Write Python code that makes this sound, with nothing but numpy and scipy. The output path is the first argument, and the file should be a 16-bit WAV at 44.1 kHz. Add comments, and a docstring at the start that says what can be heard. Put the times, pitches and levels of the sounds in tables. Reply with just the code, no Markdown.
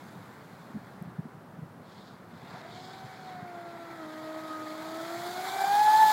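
"""Model speedboat approaching a dock

A small electric model speedboat turns far out on a lake, then races in towards the dock.
Its two-bladed propeller whines and churns: harmonics of one shaft speed, smeared by random modulation.
The hull's rush and the hiss of the rooster tail are coloured noise that grows as the distance shrinks.
Behind lies filtered noise for a breeze over water and trees; puffs of wind bump the microphone,
as short low swings, and one tiny tick is a decaying noise burst."""
import sys
import numpy as np
from scipy import signal
from scipy.fft import rfft, irfft
from scipy.io import wavfile
from scipy.ndimage import uniform_filter1d

SR = 44100
rng = np.random.default_rng(int(sys.argv[2]) if len(sys.argv) > 2 else 0)


def put_to_file(sound):
    """Save the sound as 16-bit audio at rate SR, in the file named by the first command-line argument."""
    columns = np.atleast_2d(sound).T  # one column per channel
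    safe = np.clip(columns, -1, 1)
    whole_steps = np.round(safe * 32767)
    wavfile.write(sys.argv[1], SR, whole_steps.astype(np.int16))


N = 269892
TIME = np.arange(N) / SR  # s


def amp(db):
    """Decibel law: converts a level in dB to an amplitude gain."""
    return 10 ** (np.asarray(db) / 20)


def unit(x):
    """Normalisation: scales a signal to a root-mean-square value of one."""
    return x / np.sqrt(np.mean(abs(x) ** 2) + 1e-20)


def curve(points):
    """Linear interpolation: a curve through (t/s, value) points, at every sample."""
    return np.interp(TIME, *np.transpose(points))


def ramp(start, length):
    """Linear onset: rises from 0 to 1 over length seconds."""
    return np.clip((TIME - start) / length, 0, 1)


def bell(centre, width):
    """Gaussian envelope: one at centre, with a standard deviation of width seconds."""
    return np.exp(-0.5 * ((TIME - centre) / width) ** 2)


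def filtered(x, spectrum):
    """Linear filtering: applies a response drawn on a log-frequency axis."""
    hz, db = np.transpose(spectrum)
    bins = np.fft.rfftfreq(2 * N, 1 / SR)
    response = amp(np.interp(np.log(bins + 1), np.log(hz), db))
    return irfft(rfft(x, 2 * N) * response)[:N]


def colour(x, spectrum):
    """Spectral shaping: gives noise a spectrum, at unit rms."""
    return unit(filtered(x, spectrum))


def wander(hz, order=2):
    """Low-pass noise: random drift at unit rms, with little faster than hz."""
    bins = np.fft.rfftfreq(N, 1 / SR)
    low_pass = 1 / np.sqrt(1 + (bins / hz) ** (2 * order))
    return unit(irfft(rfft(rng.standard_normal(N)) * low_pass, N))


def patchy(x, depth_db):
    """Time-frequency modulation: small patches of the spectrogram swell and fade."""
    z = signal.stft(x, nperseg=512, noverlap=384)[2].T
    patches = uniform_filter1d(rng.standard_normal(z.shape), 14, axis=0)  # along time
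    patches = unit(uniform_filter1d(patches, 6, axis=1))  # along frequency
    modulated = (z * amp(depth_db * patches)).T
    return signal.istft(modulated, nperseg=512, noverlap=384)[1][:N]


def droplets(per_s, spread_db, share):
    """Shot noise: single larger drops hold a share of the power, a haze of tiny ones the rest."""
    sizes = amp(spread_db * np.minimum(rng.exponential(1, N), 4))
    impulses = sizes * rng.choice([-1, 1], N)
    drops = unit(impulses * (rng.random(N) < per_s / SR))
    haze = rng.standard_normal(N)
    return np.sqrt(share) * drops + np.sqrt(1 - share) * haze


# relative spectrum of the wind over water and trees: (f/Hz, level/dB)
BREEZE_SPECTRUM = [(25, -46), (50, -23), (80, -18), (110, -5), (175, -1.5), (250, -6.5), (330, -10),
                   (600, -11.5), (900, -13), (1400, -16.5), (1900, -25), (2500, -32.5), (4000, -34),
                   (6500, -40.5), (15700, -41)]


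def breeze(level_db=-50, split_hz=280, gust_db=1.7):
    """Broadband turbulence noise: a steady wash whose lowest part is lumpy, then slackens."""
    wash = amp(level_db) * colour(patchy(rng.standard_normal(N), depth_db=0.08), BREEZE_SPECTRUM)
    low = signal.sosfiltfilt(signal.butter(2, split_hz, fs=SR, output="sos"), wash)
    # the rumble on the microphone eases between two gains
    rumble_db, lull_db = 1.56, -2.5
    easing_db = rumble_db + (lull_db - rumble_db) * ramp(3.2, length=0.7)
    return wash - low + low * amp(easing_db + gust_db * wander(11.0))


# puffs of wind, as peaks before the high-pass: (t/s at the peak, level/dB, f/Hz, Gaussian width t/s)
PUFFS = [(0.706, -36.5, 204.7, 0.0057), (0.76, -31, 202, .01), (1.02, -29.5, 165, 0.0046),
         (1.079, -35.5, 175, 0.016), (1.196, -24, 155, 0.0061), (1.259, -33.5, 210.3, 0.0045),
         (1.592, -33, 168, .0045), (1.629, -32, 161, .006), (3.05, -37.5, 131, 0.013),
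         (3.43, -32.5, 161, 0.0038)]


def puffs(waver=0.166, ragged=0.33, edge_hz=70):
    """Pressure fluctuation of eddies: each pushes the microphone through a few uneven low swings."""
    drift = np.cumsum(1 + waver * wander(91)) / SR  # unevenly running time in s
    turbulence = 1 + ragged * wander(160, order=3)
    out = np.zeros(N)
    for peak_s, level_db, hz, width_s in PUFFS:
        tone = np.sin(2 * np.pi * (hz * drift + rng.random()))
        swing = turbulence * bell(peak_s, width_s) * tone
        out += amp(level_db) * swing / abs(swing).max()
    return signal.sosfiltfilt(signal.butter(3, edge_hz, "high", fs=SR, output="sos"), out)


def tick(start_s=1.025, level_db=-49.02, centre_hz=12000, decay_s=0.0011):
    """Exponential decay: a very short burst of high noise near the microphone."""
    spectrum = [(centre_hz / 2, -28), (centre_hz, 0), (centre_hz * 2, -24)]
    burst = colour(rng.standard_normal(N), spectrum)
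    decay = (TIME >= start_s) * np.exp(-abs(TIME - start_s) / decay_s)
    return amp(level_db) * burst * decay  # the level is the rms at the onset


# the boat runs out, turns and comes back: (t/s, distance/m)
DISTANCE = [(0, 36.4), (1.0, 49.7), (1.65, 127), (2.4, 56.4), (3.65, 44.2), (4.25, 32.5), (4.75, 27.2),
            (5.0, 22.3), (5.5, 14.2), (6.12, 7.5)]


def heard(level_db, loss_db_per_m=0, reference_m=10):
    """Spherical spreading with absorption: gain of a boat sound whose level holds at reference_m."""
    distance = curve(DISTANCE)
    return reference_m / distance * amp(level_db - loss_db_per_m * (distance - reference_m))


def splash(peak_s, hold_s, rise_s=0.13, fall_db_per_s=100):
    """Attack, hold and decay: a sheet of water swells to full strength, holds and falls back."""
    late = np.maximum(TIME - peak_s - hold_s, 0)
    return ramp(peak_s - rise_s, rise_s) * amp(-fall_db_per_s * late)


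# relative spectra of the hull's rush, the rooster tail and its mist: (f/Hz, level/dB)
RUSH_SPECTRUM = [(100, -38), (250, -3.5), (420, -1.5), (530, -13.5), (680, 4.5), (950, 3), (1200, 0.5),
                 (1550, 0.5), (2200, -4.5), (2800, -17), (4000, -32)]
SPRAY_SPECTRUM = [(1500, -28), (2300, -36), (2850, -9.5), (3400, 1.5), (4300, 1), (5200, -5), (5800, -13),
                  (7200, -10), (9000, -22), (15000, -54)]
MIST_SPECTRUM = [(4000, -17), (6000, 1.5), (7400, 3), (9000, -2), (10500, -0.5), (12700, 1), (14200, -3),
                 (15700, -1)]
# sheets of water thrown up around the turn:
# (t/s at full strength, hold t/s, hull rush level/dB, spray level/dB)
SPLASHES = [(1.923, 0.16, -61, -61.5), (2.38, 0.14, -66, -64.5), (2.516, 0.078, -49, -58.5),
            (2.747, 0.18, -63, -54.5), (2.984, 0.33, -60, -60)]


def water(slap_db=0.64):
    """Incoherent flow noise: rush, spray and mist grow on approach; sheets of water add as powers."""
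    astern = 1 - ramp(2.26, length=0.4)  # falls to 0 as the bow swings round towards the dock
    # levels at the reference distance; rush and spray are quieter while the boat heads away
    rush_gain = heard(-38 - 5 * astern)
    # the treble fades faster with distance
    spray_gain = heard(-41 - 4.5 * astern, loss_db_per_m=0.28)
    mist_gain = heard(-42, loss_db_per_m=0.45)
    for peak_s, hold_s, rush_db, spray_db in SPLASHES:
        sheet = splash(peak_s, hold_s)
        rush_gain = np.hypot(rush_gain, amp(rush_db) * sheet)
        spray_gain = np.hypot(spray_gain, amp(spray_db) * sheet)
    cloud = amp(-68) * bell(3.0, width=0.18)  # fine drops that the turn leaves behind
    mist_gain = np.hypot(mist_gain, cloud)
    rush = rush_gain * colour(patchy(rng.standard_normal(N), depth_db=2.0), RUSH_SPECTRUM)
    spray = spray_gain * colour(patchy(droplets(3000, 3.5, 0.46), depth_db=1.5), SPRAY_SPECTRUM)
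    mist = mist_gain * colour(patchy(droplets(3000, 4.5, 0.16), depth_db=1.5), MIST_SPECTRUM)
    return (rush + spray + mist) * amp(slap_db * wander(43))  # pulses as the hull skips


# shaft speed as heard, sagging and then rising on the run in: (t/s, turns per second f/Hz)
SHAFT_SPEED = [(2.6, 316.5), (2.76, 363.3), (2.98, 382.4), (3.27, 373), (3.58, 346), (3.95, 332.5),
               (4.05, 311.1), (4.42, 316.6), (4.68, 310), (4.95, 322.2), (5.32, 357.4), (5.5, 381.6),
               (5.63, 389.4), (5.8, 419.4), (6.0, 436.7), (6.12, 429)]
# how much the blades churn in and out of the water: (t/s, roughness 0-1)
CHURN = [(2.6, 0.54), (3.4, 0.04), (4.9, 0.32), (5.28, 0.37), (5.5, 0.72), (5.76, 0.19), (6.12, .2)]
# shaft's own hum, once a turn: (t/s, level/dB)
HUM_LEVEL = [(2.65, -62.5), (2.93, -57), (3.15, -69), (3.5, -53), (3.95, -51), (4.05, -45.5), (5.15, -43),
             (6.12, -58)]
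# blade beat, twice a turn, leaping as the boat nears the dock: (t/s, level/dB)
BEAT_LEVEL = [(2.68, -51.5), (3.2, -50.5), (3.3, -45), (3.75, -46), (3.93, -53.5), (4.1, -47),
              (4.35, -42.5), (4.52, -49), (5.12, -41), (5.5, -38), (5.78, -21), (6.03, -18.5), (6.12, -22)]
# octave of the beat: (t/s, level/dB)
OCTAVE_LEVEL = [(2.7, -72), (2.93, -58.5), (3.15, -65), (3.55, -56.5), (4.35, -51), (4.55, -41),
                (4.75, -49.5), (4.97, -48.5), (5.25, -54), (5.8, -38.5), (6.12, -34.5)]
# third harmonic of the beat, the edge of the whine: (t/s, level/dB)
EDGE_LEVEL = [(2.9, -68.5), (3.9, -67.5), (4.25, -59), (5.0, -70), (5.55, -48.5), (5.85, -54.5),
              (6.12, -64)]
# weaker shaft orders, relative to the bow-on swell: (multiple of the shaft speed, level/dB)
OVERTONES = [(3, -8), (5, -16), (10, -15), (12, -16)]


def propeller(jitter=0.00211, churn_hz=65, flutter_db=1.5, hum_smear=0.34, octave_smear=0.92):
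    """Harmonics of rotation: orders of one wavering speed, smeared by the changing bite of the blades."""
    rough = np.clip(curve(CHURN), 0, 1)
    speed = curve(SHAFT_SPEED) * (1 + jitter * wander(20))
    angle = 2 * np.pi * np.cumsum(speed) / SR
    # the overtones swell while the bow points at the dock
    bow_on_s = 4.5
    distance = curve(DISTANCE)
    spreading = np.interp(bow_on_s, TIME, distance) / distance
    ahead = amp(-56) * bell(bow_on_s, width=1.4) * spreading
    # (shaft order, gain, smear)
    orders = [(1, amp(curve(HUM_LEVEL)), hum_smear * rough),  # the hum stays cleaner
              (2, amp(curve(BEAT_LEVEL)), rough),
              (4, amp(curve(OCTAVE_LEVEL)), octave_smear * rough),
              (6, amp(curve(EDGE_LEVEL)), rough)]
    orders += [(round(order), amp(db) * ahead, rough) for order, db in OVERTONES]
    whine = np.zeros(N)
    for order, gain, smear in orders:
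        churn = wander(churn_hz) + 1j * wander(churn_hz)
        churn = unit(churn - uniform_filter1d(churn, size=2400))  # a quick rattle, without long gaps
        bite = np.sqrt(np.maximum(1 - smear ** 2, 0)) + smear * churn
        whine += gain * np.sqrt(2) * (bite * np.exp(1j * order * angle)).real
    # the whine comes through at the end of the turn; the hull skipping on ripples shakes it
    return whine * ramp(2.61, length=0.03) * amp(flutter_db * wander(23))


def scene():
    """Superposition: the boat and the air around the dock add in one channel."""
    return (breeze() + puffs() + tick() + water() + propeller())[None]


# response of the microphone, losing deep bass and dipping slightly at the top: (f/Hz, level/dB)
MICROPHONE_RESPONSE = [(30, -7), (60, -4.5), (100, -1), (200, -0.5), (2400, 0), (2830, 0), (3300, -0.5),
                       (15800, -1.5)]


def record(dry, edge_hz=15870):
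    """Band limitation: the microphone's response, then a steep linear-phase low-pass."""
    low_pass = signal.firwin(1601, edge_hz, window=("kaiser", 9), fs=SR)
    return signal.oaconvolve(filtered(dry[0], MICROPHONE_RESPONSE), low_pass, "same")[None]


dry = scene()
out = record(dry)
put_to_file(out)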